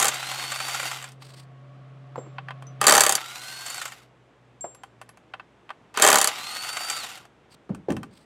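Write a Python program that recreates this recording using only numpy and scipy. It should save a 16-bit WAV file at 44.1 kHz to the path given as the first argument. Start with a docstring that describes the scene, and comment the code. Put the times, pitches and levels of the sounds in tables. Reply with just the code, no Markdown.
"""A cordless impact driver undoes three bolts in an aluminium casting on a cloth-covered garage bench.
Each time, repeated impacts excite casting and steel; the freed rotor then whines while the socket rattles,
and coasts down. Between runs, bolts drop with dull thuds and decaying sine tones, fingers rub the metal, and
the socket taps about for the next head; at last the driver is set down. A machine nearby hums, a gliding tone
with air noise: it swells until 2.8 s, drops sharply, then glides down and is very faint from 5.6 s."""
import sys
import numpy as np
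from scipy import signal
from scipy.fft import rfft, irfft
from scipy.io import wavfile

SR = 44100
rng = np.random.default_rng(int(sys.argv[2]) if len(sys.argv) > 2 else 0)


def unload_wav(signal):
    """Save mono or channel-first audio to the path in sys.argv[1] as 16-bit WAV at rate SR, clipped to [-1, 1]."""
    wavfile.write(
        sys.argv[1],
        SR,
        np.round(np.clip(np.atleast_2d(signal).T, -1, 1) * 32767).astype(np.int16),
    )


N = 363816
T = np.arange(N) / SR  # t/s

# Levels are relative, ahead of each layer's gain and filters, unless stated otherwise.
# hammering on each bolt: [first blow t/s, socket seats t/s, bolt gives t/s, end t/s, first gap/s,
# gap growth per blow/s, casting level/dB, steel level/dB]
BURSTS = [(0.0, 0.0, .06, 0.086, 0.027, 0.00031, -22, -19.5),
          (2.8135, 2.855, 2.975, 3.155, .0269, .00024, -13.7, -12.5),
          (5.973, 6, 6.125, 6.282, .0245, .00056, -13.7, -13.5)]
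# socket knocks: hard catches on the bolt head while hammering, and the loudest knocks of the socket wobbling on
# a freed bolt: [t/s, casting level/dB, steel level/dB]
KNOCKS = [(0.0243, -23, -14.5), (.082, -30, -16.5), (0.142, -44, -28), (0.5186, -24, -29),
          (0.6013, -25.5, -32), (0.7453, -24.5, -27), (.796, -24, -33), (1.0409, -31.5, -37),
          (2.8669, -17, -9), (3.0056, -23, -7), (3.178, -26, -48), (3.8144, -27.5, -30.5),
          (3.8536, -29.5, -28), (3.9198, -37.5, -42), (6.021, -28, -7.5), (6.7683, -26, -29),
          (6.8986, -26.5, -20)]
# socket wobbling on a freed bolt: [from t/s, to t/s, casting level/dB, steel level/dB]
WOBBLES = [(.11, 1.08, -31.5, -36.5), (3.64, 3.94, -32.5, -32), (6.63, 7.22, -34, -35)]
# motor, one row a bolt: [trigger pulled t/s, bolt free t/s, trigger released t/s, spin-up time/s,
# coasting rate/(Hz/s), growl level/dB, hiss level/dB, whine level/dB,
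# gear tone order (multiple of rotor speed), gear tone level/dB]
RUNS = [(-.1, 0.058, .89, 0.24, 1133, -36, -39.5, -40, 5.4, -53),
        (2.8, 3.138, 3.775, 0.32, 899.7, -42.5, -43.5, -43, 5.4, -43),
        (5.939, 6.29, 6.988, .175, 1000, -38, -41, -37, 4.267, -41.5)]
# motor whine: [order (multiple of rotor speed), level/dB]
MOTOR_ORDERS = [(5, -11), (9, -10), (15, 1.5), (23, -12.5), (30, -8), (45, -15.5)]
# socket feeling for a head, tools touching, and last knocks of the socket as it coasts down: [t/s, casting
# level/dB, socket level/dB]
TAPS = [(1.089, -54, -51), (1.119, -57, -51.5), (1.2212, -44, -62), (2.3832, -29.5, -76),
        (2.4846, -32, -64), (2.506, -30.5, -61), (2.6228, -43, -57), (4.7475, -49.5, -55),
        (4.8343, -36.5, -51.5), (5.0144, -36, -51), (5.0908, -45, -53), (5.1722, -49, -60),
        (5.3368, -29, -64), (5.3967, -36, -73), (5.692, -37, -67), (5.7035, -30.5, -60), (5.9414, -38, -51),
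        (7.2524, -47, -58.5), (7.7473, -42, -52), (7.9034, -30.5, -43.5), (7.9201, -35.5, -44.5),
        (7.9663, -33.5, -46.5), (8.031, -34.5, -48)]
# bolts and driver landing on the padded bench, lower when softer and heavier:
# [t/s, level/dB, centre f/Hz, t60/s]
THUDS = [(2.157, -27.5, 830, 0.027), (2.178, -27, 450, .08), (2.263, -39, 378, 0.056),
         (4.642, -27, 540, 0.076), (7.692, -30.5, 440, 0.073), (7.701, -27, 190, 0.26),
         (7.884, -21.5, 343, 0.21), (7.895, -18.5, 195, 0.19), (7.921, -33, 114, 0.17),
         (7.968, -33, 204, 0.41)]
# ringing metal, loose bolts and the socket's high note after some taps: [t/s, f/Hz, level/dB, t60/s]
CLINKS = [(2.163, 7440, -57, 0.44), (2.187, 7440, -47.5, 0.33), (2.669, 6030, -44, 0.11),
          (4.609, 7435, -32.5, 0.35), (4.748, 11100, -50, 0.063), (5.091, 11100, -52, 0.088)]
# fingers turning a bolt and sliding over metal: [t/s, length/s, level/dB]
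RUBS = [(1.195, 0.26, -53.5), (7.497, 0.056, -57), (8.109, .14, -58)]
# nearby machine's hum: [t/s, f/Hz, level/dB]
HUM = [(0, 131.5, -50.5), (.8, 132, -50.5), (2, 133, -46), (2.8, 132, -42), (3.2, 131, -59),
       (3.9, 127, -61), (4.4, 124, -63.5), (5, 117, -61), (5.6, 116.3, -76)]
# machine's tones of fixed pitch: [f/Hz, level re hum/dB]
HUM_TONES = [(447, -25.5), (581, -21.5), (716, -22), (1109, -23.5)]
# mains hum: [f/Hz, rms level/dB]
MAINS = [(60, -73.5), (120, -71)]

# resonances of the casting with the socket on it: [f/Hz, width/Hz, level/dB]
CASTING = [(504, 60, -9.5), (646, 96, -4), (784.5, 65, 2.5), (1026, 57, -2.5), (1167, 77, -2),
           (1510, 45, -6.5), (1792, 72, -8), (2100, 20, -11), (2626, 90, -3.5), (3160, 60, -2.5)]
# resonances of anvil, extension and socket: [f/Hz, width/Hz, level/dB]
STEEL = [(3727, 45, -2.5), (4590, 90, -4), (5990, 170, -6.5), (6500, 130, -7.5), (6680, 58, -4),
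         (7130, 72, -0.5), (7550, 140, -1.5), (8310, 180, -4), (11020, 88, -5), (13200, 250, -9.5)]
# resonances of the socket alone: [f/Hz, width/Hz, level/dB]
SOCKET = [(4650, 62, -3), (7400, 60, -8), (8280, 71, 2), (8700, 89, -2), (11000, 50, 3)]
# resonances of the driver's housing: [f/Hz, width/Hz, level/dB]
HOUSING = [(1380, 460, -1), (2700, 300, -3.5), (4500, 1000, -1), (9100, 2000, -0.5)]

# spectral envelope of the whole casting shaken by a blow: [f/Hz, level/dB]
BLOW_COLOUR = [(60, -36), (150, -14.5), (330, -4.5), (700, -1), (1200, -6), (2500, -17.5), (5000, -35)]
# spectral envelope of contacts with the casting: [f/Hz, level/dB]
TAP_COLOUR = [(150, -35.5), (450, -10.5), (750, -1.5), (1500, 5), (3000, -3.5), (4800, -14.5), (8000, -42)]
# spectral envelope of contacts in the steel: [f/Hz, level/dB]
STEEL_COLOUR = [(1500, -29.5), (3500, -2.5), (5000, -1.5), (8000, -0.5), (10000, 0), (12000, -4.5),
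                (15500, -14.5)]
# spectral envelope of touches on the socket: [f/Hz, level/dB]
SOCKET_COLOUR = [(2000, -18.5), (4200, -8), (6500, -4.5), (8500, -7.5), (11500, -13.5), (15000, -22)]
# spectral envelope of a landing: [multiple of its centre f, level/dB]
LANDING_COLOUR = [(.1, -35), (.3, -15), (.6, -4.5), (1, 1), (1.6, -7.5), (3, -22.5), (7, -40.5), (20, -52),
                  (60, -85)]
# spectral envelope of the gear clatter: [f/Hz, level/dB]
GEAR_COLOUR = [(59, -45.5), (100, -20.5), (140, -11.5), (181, -20.5), (315, -10), (373, -14), (768, -5.5),
               (1280, -3), (1550, -1), (1720, -4), (4110, -5.5), (5530, -6.5), (8280, -9.5), (14700, -18),
               (16000, -34.5)]
# spectral envelope of rubbing: [f/Hz, level/dB]
RUB_COLOUR = [(800, -0.5), (2500, -0.5), (3700, 0.5), (4600, 3.5), (6300, -9), (8400, -3), (9500, -10.5),
              (15000, -20)]
# spectral envelope of the machine's air noise: [f/Hz, level/dB]
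AIR_COLOUR = [(94, -30.5), (160, -3.5), (183, -18.5), (254, -17.5), (396, -23), (719, -15.5), (924, -34),
              (1120, -17), (1440, -25.5), (3300, -34), (8310, -57), (16000, -79.5)]
# spectral envelope of the quiet room: [f/Hz, level/dB]
ROOM_COLOUR = [(35, -28.5), (55, -10), (80, -10.5), (130, -2), (420, -3), (600, -6), (1100, -10),
               (2000, -15), (3500, -21.5), (4400, -29), (8000, -34), (16000, -57)]

# blows are weaker until the socket seats, and fade once the bolt gives
UNSEATED_CASTING_DB, UNSEATED_STEEL_DB = -5.5, -11.5
CASTING_FADE_DB_PER_S, STEEL_FADE_DB_PER_S, BLOW_SCATTER_DB = 55, 24, 1
# rebounds come part of the way to the next blow, unevenly, and weaker while the socket is not seated
REBOUND_SHARE, REBOUND_JITTER_S = .53, .002
REBOUND_CASTING_DB, REBOUND_STEEL_DB, REBOUND_FADE_DB_PER_S = -2, -5.5, 80
REBOUND_SCATTER_DB, REBOUND_UNSEATED_DB = 2, -3
CHATTER_DB = -3  # relative to the rebound
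# rotor turns per second while hammering and running free; rotor turns per socket turn
LOADED_HZ, FREE_HZ, GEAR_RATIO = 225.7, 311.4, 12
START_S, UNLOAD_S = .025, 0.11  # time constants of starting and of the load easing off
# exponents of amplitude against rotor speed
GROWL_POWER, HISS_POWER, WHINE_POWER, WOBBLE_POWER = 1.36, 1.8, 1.1, 1.22
# gain added under full load; fade of the whine after release
LOAD_GROWL_DB, LOAD_HISS_DB, LOAD_WHINE_DB, WHINE_FADE_DB_PER_S = 9, 0.5, 3, 22
WOBBLE_SCATTER_DB, WOBBLE_JITTER_S = 2.5, .002
TOP_HZ = 15800  # upper band edge


def hammer():
    """Impact excitation: every blow cracks in the steel extension and rings on in the casting's modes."""
    s, casting_db, steel_db = np.transpose(blows())
    clack_force = contacts(s, casting_db, t60=0.03, tail_db=-12.0, tail_t60=0.13, rise=.0008)
    clack = through(clack_force, response(TAP_COLOUR, CASTING, ring_db=4.5))
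    # the boom favours hard blows, which shake the whole casting
    boom_db = casting_db + 0.32 * (casting_db + 12.5)
    boom_force = contacts(s, boom_db, t60=.035, tail_db=-15.0, tail_t60=0.19, rise=0.0012)
    boom = through(boom_force, response(BLOW_COLOUR, CASTING, ring_db=7))
    steel_force = contacts(s, steel_db, t60=0.013, tail_db=-23.5, tail_t60=.08, rise=0.00047)
    steel = through(steel_force, response(STEEL_COLOUR, STEEL, ring_db=11))
    body = undb(2) * clack + undb(2) * boom + undb(9.5) * steel
    return through(body, dense_modes(t60=0.09, db=-8.0))


def blows():
    """Repeated impact: lengthening gaps, rebounds and socket chatter; rows of (t/s, casting/dB, steel/dB)."""
    rows, k = [], np.arange(16)
    for first, seats, gives, end, gap, growth, casting_db, steel_db in BURSTS:
        hard, bright, late, lively = rng.standard_normal((len(k), 4)).T
        gaps = gap + growth * k
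        s = first + np.cumsum(gaps) - gaps
        unseated = s < seats
        loose_s = np.maximum(s - gives, 0)
        casting = casting_db + UNSEATED_CASTING_DB * unseated
        casting = casting - CASTING_FADE_DB_PER_S * loose_s + BLOW_SCATTER_DB * hard
        steel = steel_db + UNSEATED_STEEL_DB * unseated
        steel = steel - STEEL_FADE_DB_PER_S * loose_s + BLOW_SCATTER_DB * bright
        rebound_db = REBOUND_UNSEATED_DB * unseated - REBOUND_FADE_DB_PER_S * loose_s
        rebound_db = rebound_db + REBOUND_SCATTER_DB * lively
        rebound_casting = casting + REBOUND_CASTING_DB + rebound_db
        rebound_steel = steel + REBOUND_STEEL_DB + rebound_db
        rebound_s = s + REBOUND_SHARE * gaps + REBOUND_JITTER_S * late
        hits = [*zip(s, casting, steel), *zip(rebound_s, rebound_casting, rebound_steel)]
        rows += [hit for hit in hits if hit[0] < end]
        # one chatter per gap, only while the seated bolt is still tight
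        chatter_s = s + rng.uniform(.2, .85, len(k)) * gaps
        chatter = zip(chatter_s, rebound_casting + CHATTER_DB, rebound_steel + CHATTER_DB)
        rows += [hit for hit in chatter if seats < hit[0] < gives]
    return rows


def motor():
    """Order-locked radiation: gear noise swells once a socket turn; tones follow multiples of rotor speed."""
    out = 0
    teeth_path = response(GEAR_COLOUR, CASTING + STEEL, ring_db=2.0)
    gearbox = signal.fftconvolve(teeth_path, dense_modes(t60=0.1, db=-5.5))
    low_band = signal.butter(3, 4200, fs=SR, output="sos")
    high_band = signal.butter(3, 4200, "high", fs=SR, output="sos")
    for pulled, free, released, spin_up_s, coast, growl_db, hiss_db, whine_db, mesh_order, mesh_db in RUNS:
        rotor_hz = rotor_speed(pulled, free, released, spin_up_s, coast)
        speed = rotor_hz / FREE_HZ
        load = np.exp(-np.maximum(T - free, 0) / UNLOAD_S)
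        turns = np.cumsum(rotor_hz * (1 + .0012 * walk(90))) / SR
        wobble = undb(1.1 * np.sin(2 * np.pi * turns / GEAR_RATIO) + 1.4 * walk(70))
        teeth = through(noise() * undb(3 * walk(450)) * wobble, gearbox)
        growl = unit(signal.sosfilt(low_band, teeth))
        hiss = unit(signal.sosfilt(high_band, teeth))
        # (order, level/dB, phase jitter/rad): the gear tone is the rougher one
        tones = [(k, whine_db + db, .3) for k, db in MOTOR_ORDERS] + [(mesh_order, mesh_db, .45)]
        whine = 0
        for k, db, jitter in tones:
            gain = np.interp(T, T[::100], housing_gain(k * rotor_hz[::100]))
            tone = np.sin(2 * np.pi * k * turns + jitter * walk(140))
            whine = whine + gain * undb(db + 1.8 * walk(25)) * tone
        whine_gain_db = LOAD_WHINE_DB * load - WHINE_FADE_DB_PER_S * np.maximum(T - released, 0)
        out = out + growl * undb(growl_db + LOAD_GROWL_DB * load) * speed ** GROWL_POWER
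        out = out + hiss * undb(hiss_db + LOAD_HISS_DB * load) * speed ** HISS_POWER
        out = out + whine * undb(whine_gain_db) * speed ** WHINE_POWER
    return out


def rotor_speed(pulled, free, released, spin_up_s, coast_hz_per_s):
    """Rotational dynamics: held back by the hammer, eased up to free speed, then slowed evenly by friction."""
    started = 1 - np.exp(-np.maximum(T - pulled, 0) / START_S)
    driven_s = np.clip(T, free, released) - free
    driven = FREE_HZ - (FREE_HZ - LOADED_HZ) * np.exp(-driven_s / spin_up_s)
    return started * np.maximum(driven - coast_hz_per_s * np.maximum(T - released, 0), 0)


def housing_gain(hz):
    """Forced resonance: a tone swells as it sweeps through a housing mode; some leaks straight out of vents."""
    vents = undb(-9)
    power = sum(undb(db) ** 2 / (1 + (2 * (hz - f) / w) ** 2) ** 2 for f, w, db in HOUSING)
    return np.sqrt(power + vents ** 2)


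def socket_knocks():
    """Impact with play: the socket catches on the head and wobbles on the freed bolt, exciting both bodies."""
    s, casting_db, steel_db = np.transpose(KNOCKS + wobble_knocks())
    casting_force = contacts(s, casting_db, t60=0.034, tail_db=-12, tail_t60=0.12, rise=0.0013)
    casting = through(casting_force, response(TAP_COLOUR, CASTING, ring_db=-1))
    steel_force = contacts(s, steel_db, t60=0.018, tail_db=-16, tail_t60=0.11, rise=0.001)
    steel = through(steel_force, response(STEEL_COLOUR, STEEL, ring_db=17.5))
    return through(undb(2.5) * casting + undb(4.0) * steel, dense_modes(t60=0.031, db=-5.5))


def wobble_knocks():
    """Rotation-locked impact: one knock a socket turn, softer as it slows; rows as in KNOCKS."""
    rows = []
    for run, (start, end, casting_db, steel_db) in zip(RUNS, WOBBLES):
        rotor_hz = rotor_speed(*run[:5]) * (T > start) * (T < end)
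        socket_turns = np.cumsum(rotor_hz) / SR / GEAR_RATIO
        turned = np.flatnonzero(np.diff(np.round(socket_turns)))
        for i, (late, hard, bright) in zip(turned, rng.standard_normal((64, 3))):
            db = WOBBLE_POWER * 20 * np.log10(rotor_hz[i + 1] / FREE_HZ) + WOBBLE_SCATTER_DB * hard
            rows.append((T[i] + WOBBLE_JITTER_S * late, casting_db + db, steel_db + db + 2 * bright))
    return rows


def taps():
    """Modal excitation: light single touches let the notes of casting and socket stand out."""
    s, casting_db, socket_db = np.transpose(TAPS)
    casting_force = contacts(s, casting_db, t60=0.039, tail_db=-26.0, tail_t60=0.19)
    casting = through(casting_force, response(TAP_COLOUR, CASTING, ring_db=13))
    socket_force = contacts(s, socket_db, t60=0.019, tail_db=-17.5, tail_t60=0.14)
    socket = through(socket_force, response(SOCKET_COLOUR, SOCKET, ring_db=9.5))
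    return undb(2.0) * casting + undb(5.5) * socket


def thuds():
    """Damped impact: the cloth dulls each landing, and the bench top booms a little longer."""
    out = 0
    for s, db, centre_hz, t60 in THUDS:
        colour = [(centre_hz * k, d) for k, d in LANDING_COLOUR]
        force = contacts([s], [db], t60, tail_db=-22, tail_t60=0.55)
        out = out + through(force, response(colour))
    return undb(-0.5) * out


def clinks():
    """Free vibration: a mode of a loose bolt or of the tapped socket decays as a sine, with a tiny tick at its
    onset."""
    rings = 0
    for s, hz, db, t60 in CLINKS:
        rings = rings + undb(db) * fade(T - s, t60) * np.sin(2 * np.pi * hz * (T - s))
    s, _, db, _ = np.transpose(CLINKS)
    tick_force = contacts(s, db, t60=0.0094, tail_db=-16.5, tail_t60=.3)
    return rings + undb(-19) * through(tick_force, response(STEEL_COLOUR))


def rubs():
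    """Stick-slip friction: skin and threads on metal give noise of rapidly varying strength."""
    swell = 0
    for s, length, db in RUBS:
        arch = np.sqrt(np.maximum(1 - (2 * (T - s) / length - 1) ** 2, 0))
        swell = swell + undb(db) * arch
    scratch = noise() * undb(4.7 * walk(130) + 2 * walk(25))
    return swell * unit(through(scratch, response(RUB_COLOUR, SOCKET, ring_db=6)))


def garage():
    """Superposed background: a gliding machine hum with air noise, steady mains tones and room noise."""
    hz, db = curves(HUM)
    phase = 2 * np.pi * np.cumsum(hz * (1 + 0.0016 * walk(12))) / SR
    air = through(noise(), response(AIR_COLOUR)) * undb(0.72 * walk(12))
    tones = 0
    for f, d in HUM_TONES:
        tones = tones + undb(d + 3.4 * walk(7.2)) * np.sin(2 * np.pi * f * T + .8 * walk(14))
    hum = np.sqrt(2) * (np.sin(phase) + tones) + undb(-18) * np.sin(2 * phase)
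    machine = undb(db) * (hum + undb(-11.5) * air)
    mains = sum(undb(level_db) * np.sqrt(2) * np.sin(2 * np.pi * f * T) for f, level_db in MAINS)
    room = undb(-59 + 0.77 * walk(1.0)) * through(noise(), response(ROOM_COLOUR))
    return machine + mains + room


def walls(x, wet_db, t60):
    """Diffuse reverberation: faint, dull decaying noise tails, different in each channel."""
    t = T[:SR // 2]
    dull = signal.butter(1, 3000, fs=SR)
    tails = signal.lfilter(*dull, rng.standard_normal((2, len(t)))) * fade(t - .008, t60)
    return undb(wet_db) * np.array([through(x, h / np.sqrt(np.sum(h ** 2))) for h in tails])


def contacts(times, dbs, t60, tail_db, tail_t60, rise=0.00027):
    """Contact force: random-sign chatter that builds up and dies fast, with a weaker, longer tail."""
    force, t = np.zeros(N + SR), T[:SR // 2]
    decay = fade(t, t60) + undb(tail_db) * fade(t, tail_t60)
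    shape = decay * (1 - np.exp(-t / rise))
    for s, db in zip(times, dbs):
        start = max(int(s * SR), 0)
        force[start:start + len(t)] += undb(db) * shape * rng.choice([-1, 1], len(t))
    return force[:N]


def response(colour, modes=(), ring_db=0., size=8192):
    """Minimum-phase filtering: a unit-energy impulse response, resonances standing out of a broad colour."""
    hz = np.maximum(np.arange(size // 2 + 1) * SR / size, 1)
    points, db = np.transpose(colour)
    gain = undb(np.interp(np.log(hz), np.log(points), db))
    peaks = sum(undb(ring_db + d) ** 2 / (1 + (2 * (hz - f) / w) ** 2) for f, w, d in modes)
    gain = gain * np.sqrt(1 + peaks)
    # folding the cepstrum onto positive time makes the response causal
    cepstrum = irfft(np.log(gain))
    cepstrum[1:size // 2] *= 2
    cepstrum[size // 2 + 1:] = 0
    h = irfft(np.exp(rfft(cepstrum)))
    return h / np.sqrt(np.sum(h ** 2))


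def dense_modes(t60, db):
    """High modal density: many weak modes act as decaying noise behind the direct impulse."""
    ring = fade(T[:SR // 4], t60) * rng.standard_normal(SR // 4)
    h = undb(db) * ring / np.sqrt(np.sum(ring ** 2))
    h[0] += 1
    return h / np.sqrt(np.sum(h ** 2))


def through(x, h):
    """Linear system: convolve a sound with an impulse response."""
    return signal.fftconvolve(x, h)[:N]


def fade(t, t60):
    """Exponential damping from t = 0, falling 60 dB in t60."""
    return (t >= 0) * np.exp(-np.log(1000) * np.maximum(t, 0) / t60)


def walk(rate):
    """Random modulation: straight lines between normal draws, rate per second, spread near 1."""
    return 1.2 * np.interp(T * rate, np.arange(4096), rng.standard_normal(4096))


def curves(rows):
    """Linear interpolation of a table's columns in time."""
    s, *columns = np.transpose(rows)
    return [np.interp(T, s, c) for c in columns]


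def noise():
    """White noise: independent normal samples."""
    return rng.standard_normal(N)


def unit(x):
    """Normalisation to rms 1."""
    return x / np.sqrt(np.mean(x ** 2))


def undb(db):
    """Logarithmic level to amplitude gain."""
    return 10 ** (np.asarray(db) / 20)


def scene():
    """Superposition: work straight ahead, treble-weighted scatter in antiphase at the sides, and walls."""
    work = hammer() + socket_knocks() + taps() + thuds() + clinks() + motor() + rubs()
    dry = work + garage()
    scatter = through(np.gradient(dry), dense_modes(t60=.035, db=25))
    side_noise = through(noise(), response(ROOM_COLOUR))
    side = undb(-20) * scatter + undb(-80.5) * side_noise
    return dry + np.array([side, -side]) + walls(work, wet_db=-43.5, t60=.35)


def record(dry):
    """Saturation and band limiting: round the hardest blows, drop the deep bass and cut the top."""
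    rounded = 1.122 * np.tanh(dry / 1.078)
    lean = signal.sosfilt(signal.butter(3, 52, "high", fs=SR, output="sos"), rounded)
    return signal.sosfilt(signal.ellip(10, .2, 70, TOP_HZ, fs=SR, output="sos"), lean)


dry = scene()
out = record(dry)
unload_wav(out)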